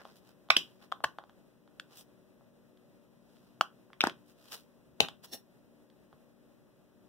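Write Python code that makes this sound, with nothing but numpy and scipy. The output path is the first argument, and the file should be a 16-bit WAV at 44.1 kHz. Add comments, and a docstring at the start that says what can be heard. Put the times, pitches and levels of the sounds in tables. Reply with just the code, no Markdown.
"""Foil pouch and knife in a small kitchen

Sour cream is squeezed from a stiff foil pouch onto bread on a plate, close to the microphone.
The pouch snaps, ticks and knocks on the table: clicked resonances, noise cracks and a thud, smeared in time.
Its rustle is grainy noise in three bands; soft bumps click two dull table modes.
A steel knife slid off the plate's rim is rough noise through resonances of blade and plate.
A noise-built room answer, shaped air noise and a faint hum of wavering sines surround them."""
import sys
import numpy as np
from scipy import signal
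from scipy.fft import rfft, irfft
from scipy.io import wavfile
from scipy.ndimage import uniform_filter1d, minimum_filter1d

SR = 44100
rng = np.random.default_rng(int(sys.argv[2]) if len(sys.argv) > 2 else 0)


def int16_out(signal):
    """Quantize to a 16-bit WAV file."""
    q = np.round(np.clip(np.atleast_2d(signal).T, -1, 1) * 32767)
    wavfile.write(sys.argv[1], SR, q.astype(np.int16))


N = 312327
TIME = np.arange(N) / SR
FOIL_WIDTH_HZ = 360   # bandwidth of a foil resonance at 1 kHz, for each of its two passes


def from_db(db):
    """Turns decibels into an amplitude factor."""
    return 10 ** (np.asarray(db) / 20)


def rms_one(x):
    """Scales a signal to an RMS of 1."""
    return x / np.sqrt(np.mean(x ** 2) + 1e-20)


def at_hz(points, hz, axis=1):
    """Reads a column of a table on a log-frequency axis."""
    points = np.array(points)
    return np.interp(np.log(hz), np.log(points[:, 0]), points[:, axis])


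def butter(x, hz, kind, order=2):
    """Causal Butterworth filter."""
    safe_hz = np.clip(hz, 10, .47 * SR)
    return signal.sosfilt(signal.butter(order, safe_hz, kind, fs=SR, output="sos"), x)


def resonate(x, hz, width_hz):
    """One resonance with gain 1 on top."""
    radius = np.exp(-np.pi * width_hz / SR)
    feed = np.array([1, 0, -1]) * (1 - radius * radius) / 2
    feedback = [1, -2 * radius * np.cos(2 * np.pi * hz / SR), radius * radius]
    return signal.lfilter(feed, feedback, x + 1e-18)


def swell(x, hz, width_hz):
    """A resonance passed twice: it builds up over a few cycles and has steep skirts."""
    return resonate(resonate(x, hz, width_hz), hz, width_hz)


def drift(rate):
    """A random line through `rate` knots per second, with an RMS of 1."""
    knots = rng.standard_normal(int(N / SR * rate) + 2)
    return rms_one(np.interp(TIME * rate, np.arange(len(knots)), knots))


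def add(track, sound, s):
    """Mixes a sound into a track from time s."""
    start = max(round(s * SR), 0)
    track[..., start:start + sound.shape[-1]] += sound[..., :N - start]


def port_noise(size):
    """White noise from all sides as the two microphone ports hear it, more or less alike by frequency."""
    # left-right likeness of the two ports: (frequency [Hz], correlation [held to -1..1 when used])
    likeness = [(60, .2), (200, -0.27), (600, 0.6), (1100, 0.99), (1600, .25), (2000, -.55), (2230, -1.4),
                (2550, 0.086), (3200, 0.95), (3900, 0.26), (4450, -1.4), (5400, 0.67), (6700, -0.46),
                (8000, -0.045)]
    hz = np.arange(size // 2 + 1) * SR / size + 1
    alike = np.clip(at_hz(likeness, hz), -1, 1)
    mid, side = rfft(rng.standard_normal((2, size)))
    spectrum = np.sqrt(1 + alike) * mid + np.sqrt(1 - alike) * side * [[1], [-1]]
    return irfft(spectrum, size) / np.sqrt(2)


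def noise_bands(size):
    """Half-octave bands of stereo noise: (centre Hz, band)."""
    white = [port_noise(size), port_noise(size)]   # neighbouring bands share no noise
    edges = 22 * 2 ** np.arange(0, 10, .5)
    for k, (low, high) in enumerate(zip(edges, edges[1:])):
        yield np.sqrt(low * high), butter(white[k % 2], [low, high], "band", order=3)


def snaps(thud_over_crack_db=10):
    """Panels buckle in the hand; the harder the crack, the more the filling thuds."""
    # a panel of the pouch buckles: (time [s], panel [Hz], panel [dB], overtone [dB], crease [Hz],
    # crease [dB], crack [dB], spread [ms], left over right [dB], room send [dB])
    panel_snaps = [ (0.5024, 687, 17, 20.5, 3600, 20.5, -16, .5, -2, -1.5),
                   (0.5031, 1330, 19, 25, 5240, 10, -9, 1.69, -4.5, 0),
                   (.565, 1590, 4.5, 18.5, 3196, 21, -5, 2.26, -1.5, 0.5),
                   (.5662, 600, 0, 0.5, 5500, 6.5, -9, 1.93, 2.5, 2.5),
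                   (.922, 669, 0.5, 13, 3310, 0, -32, 0.76, 4, -4.5),
                   (1.0383, 604, 11, 16.5, 3060, -5.5, -13, 1.86, 2.9, -3),
                   (1.0432, 912, 12.5, 15.5, 2910, 6.5, -17, 1.38, 1.2, -5.5),
                   (1.7973, 1515, .5, -5, 3430, -4, -25, 0.54, 1.43, -5.5),
                   (3.610, 711.4, 15.5, 23, 2938, 10.5, -9, 0.27, 0.9, -6),
                   (4.0063, 1360, 8, 16.5, 3610, 14.5, -13.5, 1.15, 3, -2),
                   (4.0145, 1600, -5, 12, 5410, 4, -29, 0.86, 2.7, -14)]
    out = np.zeros((3, N))
    for s, *foil, crack_db, spread_ms, pan_db, room_db in panel_snaps:
        parts = buckle(*foil, crack_db, crack_db + thud_over_crack_db, FOIL_WIDTH_HZ)
        out += radiate(parts, s, spread_ms, pan_db, room_db)
    return out


def knocks(spread_ms=0.69):
    """The pouch lands: the same foil sounds over a heavy thud of the filling."""
    # the pouch lands on the table: (time [s], thud [dB], panel [Hz], panel [dB], overtone [dB],
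    # crease [Hz], crease [dB], crack [dB], left over right [dB], room send [dB])
    landings = [ (4.038, 17, 794, 19.2, 19, 2460, -10.5, -13, 3, -6),
                (4.070, 15.5, 904, 15, 9, 3400, -2, -16, 4.5, -7),
                (5.0037, 16.5, 800, 17, -16, 2757, 20.5, -4, 9, 2),
                (5.005, 8, 385, 16.5, 7.5, 3820, 17, -22, 7, -0.5)]
    out = np.zeros((3, N))
    for s, thud_db, *foil, pan_db, room_db in landings:
        out += radiate(buckle(*foil, thud_db, FOIL_WIDTH_HZ), s, spread_ms, pan_db, room_db)
    return out


def ticks(crease_hz=3280, width_hz=560, spread_ms=.7):
    """Small creases, damped by the fingers, differ in strength, pitch and brightness."""
    # a small crease ticks: (time [s], panel [dB], panel [Hz], brightness: crease over panel [dB])
    small_creases = [(0.0516, -7, 656, -14), (.487, -16.5, 700, -8.5), (0.9183, 0, 700, -9),
                     (1.0035, -10.5, 672, -24), (1.1851, 0, 746, -16.5), (1.238, -14.5, 704, -15),
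                     (1.295, -20, 818, -8.5), (1.676, -24.5, 798, -10), (2.409, -23.5, 650, -29),
                     (2.773, -36.5, 1604, 5), (3.367, -35, 1600, 3.5), (3.902, -21.5, 778, -29),
                     (3.9312, -15, 1130, -6.5), (4.0636, -22, 900, 2), (4.096, -7.5, 1380, 1),
                     (4.112, -17, 800, -6), (5.085, -5, 800, 0.5), (5.9, -35.5, 1710, 7),
                     (6.128, -17.5, 720, -16.5)]
    overtone_db, thud_db = -4, -16   # relative to the panel
    crack_db = -26   # relative to the crease
    room_db = 1.5   # relative to the whole tick
    out = np.zeros((3, N))
    for s, db, hz, bright_db in small_creases:
        crease_db = db + bright_db
        parts = buckle(hz, db, db + overtone_db, crease_hz, crease_db,
                       crease_db + crack_db, db + thud_db, width_hz)
        out += radiate(parts, s, spread_ms, 0, room_db)
    return out


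def buckle(panel_hz, panel_db, overtone_db, crease_hz, crease_db, crack_db, thud_db, width_hz,
           thud_hz=260, thud_width_hz=240, overtone_ratio=1.78):
    """A panel rings with one overtone, its crease rings and cracks, the filling thuds; returns lows and highs."""
    t = np.arange(SR // 20) / SR
    click = signal.unit_impulse(len(t))

    def ring(hz, db):
        """Higher resonances are wider, so they die sooner."""
        return from_db(db) * swell(click, hz, width_hz * np.sqrt(hz / 1000))

    panel = ring(panel_hz, panel_db)
    overtone = ring(panel_hz * overtone_ratio, overtone_db)
    crease = ring(crease_hz, crease_db)
    thud = from_db(thud_db) * swell(click, thud_hz, thud_width_hz)
    return thud - panel, overtone - crease + from_db(crack_db) * crack(t)


def crack(t, decay_s=0.0028, bright_hz=5700, top_hz=12000, top_db=-1.0, body_db=10.0):
    """The crease gives way in a few milliseconds of tiny fractures, coarse and fine."""
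    bursts = rng.standard_normal((2, len(t))) * np.exp(-t / decay_s)
    coarse, fine = bursts / np.linalg.norm(bursts, axis=1, keepdims=True)
    body = butter(coarse, [2400, bright_hz], "band")
    top = butter(butter(fine, 6900, "high", order=3), top_hz, "low", order=1)
    return from_db(body_db) * body + from_db(top_db) * top


def disperse(parts, spread_ms, step_hz=450):
    """Bending waves of different pitch take different times to cross the foil."""
    size = parts.shape[-1]
    hz = np.arange(size // 2 + 1) * SR / size
    travel = rng.uniform(0, 2, 200)   # one random travel time every step_hz, in units of the spread
    delay_s = spread_ms / 1000 * np.interp(hz / step_hz, np.arange(len(travel)), travel)
    phase = 2 * np.pi * np.cumsum(delay_s) * hz[1]   # delay summed over frequency gives phase
    return irfft(rfft(parts) * np.exp(-1j * phase), size)


def radiate(parts, s, spread_ms, pan_db, room_db, port_lag_ms=.21, sideways_db=5.5):
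    """The whole pouch radiates the lows; the highs reach the louder side first. Gives left, right, room send."""
    out, size = np.zeros((3, N)), len(parts[0])
    padded = np.pad(parts, ((0, 0), (size, 0)))   # silence ahead leaves room for the smear
    body, crease = disperse(padded, spread_ms)
    start = s - size / SR
    # the lag between the ports nears its full size as the level difference passes sideways_db
    lead_s = port_lag_ms / 1000 * np.tanh(pan_db / sideways_db)
    for ear, side in zip(out, (.5, -.5)):
        add(ear, body, start)
        add(ear, crease * from_db(side * pan_db), start - side * lead_s)
    add(out[2], (body + crease) * from_db(room_db), start)
    return out


def rubbing(grain_db=-1.5, grain_rate=900, ticks_per_s=260, tick_db=-4):
    """Each rub swells and fades; tiny slips make its hiss grainy and creases tick in it."""
    # foil rubbing on skin and table: (time [s], half length [s], level before band offsets [dB], brightness [dB])
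    rubs = [(.005, 0.012, -64, -9), (.086, 0.041, -68.5, -2.5), (0.171, 0.016, -68.5, 4),
            (0.28, 0.029, -70, -0.5), (0.675, 0.092, -75, -0.5), (0.837, .016, -65, -3.5),
            (1.933, 0.025, -65, -1), (1.992, 0.018, -57.5, 7), (3.397, .094, -77, 1),
            (4.06, 0.023, -49.5, -10), (4.295, 0.023, -71.5, 3.5), (4.493, 0.069, -65, 1.5),
            (4.536, 0.013, -48, 2), (4.563, 0.033, -67, 4.5), (5.038, 0.017, -55, -9),
            (5.246, 0.009, -53.5, 3)]
    # bands of the hiss: (low [Hz], high [Hz], offset [dB], share of the brightness [dB per dB])
    hiss_bands = [(397, 1800, -0.5, -1.3), (2680, 5300, 0.5, 0.098), (6700, 19000, -2.5, 0.96)]
    strikes = (rng.random(N) < ticks_per_s / SR) * rng.uniform(0.31, 1, N)
    creases = signal.lfilter([1], [1, -np.exp(-1 / (.0005 * SR))], strikes + 1e-18)   # 0.5 ms decay
    slips = rms_one(from_db(grain_db * drift(grain_rate)))
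    grain = rms_one(slips + from_db(tick_db) * rms_one(creases))
    hiss = port_noise(N) * grain
    out = np.zeros((2, N))
    for low_hz, high_hz, band_db, share in hiss_bands:
        level = np.zeros(N)
        for s, half, db, bright_db in rubs:
            bell = np.exp(-.5 * np.minimum(((TIME - s) / half) ** 2, 100))
            level += from_db(db + band_db + share * bright_db) * bell
        out += level * rms_one(butter(hiss, [low_hz, high_hz], "band", order=3))
    return out


def knife(grain_db=1.5, friction_db=-26.0, pan_db=0.0):
    """Stick and slip on the rim drives the resonances of blade and plate."""
    # knife and plate resonances: (frequency [Hz], width [Hz], relative gain [dB])
    blade_modes = [(259.3, 150, 1), (660, 244, 0), (1840, 180, -6), (2846, 100, 0), (3540, 116, 2.5),
                   (4220, 310, -1), (5555, 41, 12.5), (6470, 150, -3), (7630, 220, -10), (8160, 260, -7.5),
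                   (10050, 62, 0.5), (11100, 81, -5.5), (12600, 380, -4.5), (14920, 980, -7.5)]
    # the blade drags lightly over the rim, then scrapes as its tip slips off
    drag_start_s, drag_db, tip_s, tip_peak_db = 5.272, -66, 5.336, -37
    rise_db_per_s, fall_db_per_s = 998, 616
    # a shared part and a separate part for each ear
    noise = rng.standard_normal(N) + 0.93 * rng.standard_normal((2, N))
    slips = noise * from_db(grain_db * drift(900))
    ring = np.zeros((2, N))
    for k, (hz, width, db) in enumerate(blade_modes):
        ring += (-1) ** k * from_db(db) * resonate(slips, hz, width)
    friction = from_db(friction_db) * rms_one(butter(slips, 2200, "high"))
    onset_db = drag_db - rise_db_per_s * np.maximum(drag_start_s - TIME, 0)
    tip_db = tip_peak_db - rise_db_per_s * np.maximum(tip_s - TIME, 0)
    fall_db = fall_db_per_s * np.maximum(TIME - tip_s, 0)
    level = from_db(np.maximum(onset_db, tip_db) - fall_db) + 1e-18
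    return level * (rms_one(ring) + friction) * from_db([[pan_db / 2], [-pan_db / 2]])


def table(low_hz=70, high_hz=135, low_db=4.0, high_db=9.0):
    """The table top answers a soft bump with two dull modes."""
    # soft bumps of hands and pouch on the table: (time [s], strength [dB])
    bumps = [(0.508, -14.5), (1.043, -7.5), (4.042, -4.5), (4.876, -17.5), (4.918, -16), (5.008, 3.5),
             (5.298, -23), (6.127, -17.5)]
    pushes = np.zeros(N)
    for s, db in bumps:
        add(pushes, from_db([db]), s)
    return from_db(low_db) * swell(pushes, low_hz, 40) + from_db(high_db) * swell(pushes, high_hz, 31)


def kitchen(x, build_s=0.0031):
    """Two near reflections and a diffuse tail that builds up fast and dies band by band."""
    # the kitchen's answer: (frequency [Hz], tail level [dB], time to fall by 60 dB [s])
    room_tail = [(120, -2, 0.56), (293.6, -6.5, 0.2), (680.3, -10.5, 0.17), (1397, -10, 0.2),
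                 (2960, -10, 0.19), (6007, -10.5, 0.16), (13960, -10, 0.2)]
    # reflections off nearby surfaces: (delay [s], level [dB])
    reflections = [(.0092, -20), (0.0179, -30.5)]
    t = np.arange(SR // 2) / SR
    response = np.zeros((2, len(t)))
    for hz, band in noise_bands(len(t)):
        decay = from_db(-60 * t / at_hz(room_tail, hz, axis=2)) * (1 - np.exp(-t / build_s))
        response += from_db(at_hz(room_tail, hz)) * band * decay / np.linalg.norm(decay)
    for delay, db in reflections:
        response[:, round(delay * SR)] += from_db(db)
    return signal.fftconvolve(x[None], response, axes=1)[:, :N]


def background(air_db=-64, flicker_db=0.88, waver_db=2.5, wander=.9, hum_pan_db=11.0):
    """Moving air as shaped noise, and a wavering appliance hum from the left."""
    # colour of the room air: (frequency [Hz], relative level per Hz [dB])
    air_colour = [(22, -27), (50, -9.5), (85, -14.5), (120, -0.5), (220, -0.5), (320, -5), (450, -6),
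                  (600, -4.5), (730, -13), (1200, -17.5), (2000, -22), (3500, -26.5), (6500, -32),
                  (15500, -32)]
    # appliance hum: (frequency [Hz], RMS level before wavering and panning [dB])
    hum_tones = [(193.8, -78), (236.9, -75), (296.1, -77.5), (371.4, -78), (479.1, -85), (570.6, -84)]
    colour = from_db(at_hz(air_colour, np.arange(N // 2 + 1) * SR / N + 1))
    air = rms_one(irfft(rfft(port_noise(N)) * colour, N)) * from_db(flicker_db * drift(23))
    hum = np.zeros(N)
    for hz, db in hum_tones:
        level = from_db(db + waver_db * drift(4)) * np.sqrt(2)
        hum += level * np.sin(2 * np.pi * hz * TIME + wander * drift(5.1))   # wander in radians
    air_sides = from_db(air_db) * air * from_db([[.7], [-.7]])
    return air_sides + hum * from_db([[hum_pan_db / 2], [-hum_pan_db / 2]])


def scene():
    """Pouch, knife and table close by, the kitchen around them."""
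    pouch = snaps() + knocks() + ticks()
    direct, sent = pouch[:2], pouch[2]
    friction = rubbing() + knife()
    room = kitchen(sent + friction.mean(axis=0))
    return direct + friction + table() + room + background()


def record(dry, ceiling=1.0, cutoff_hz=15700):
    """A fast limiter holds the loudest peaks down and the top is cut."""
    gain = np.minimum(1, ceiling / (np.abs(dry).max(axis=0) + 1e-9))
    gain = uniform_filter1d(minimum_filter1d(gain, size=67), size=67)   # 1.5 ms windows
    return signal.sosfilt(signal.ellip(10, .2, 80, cutoff_hz, fs=SR, output="sos"), dry * gain)


dry = scene()
out = record(dry)
int16_out(out)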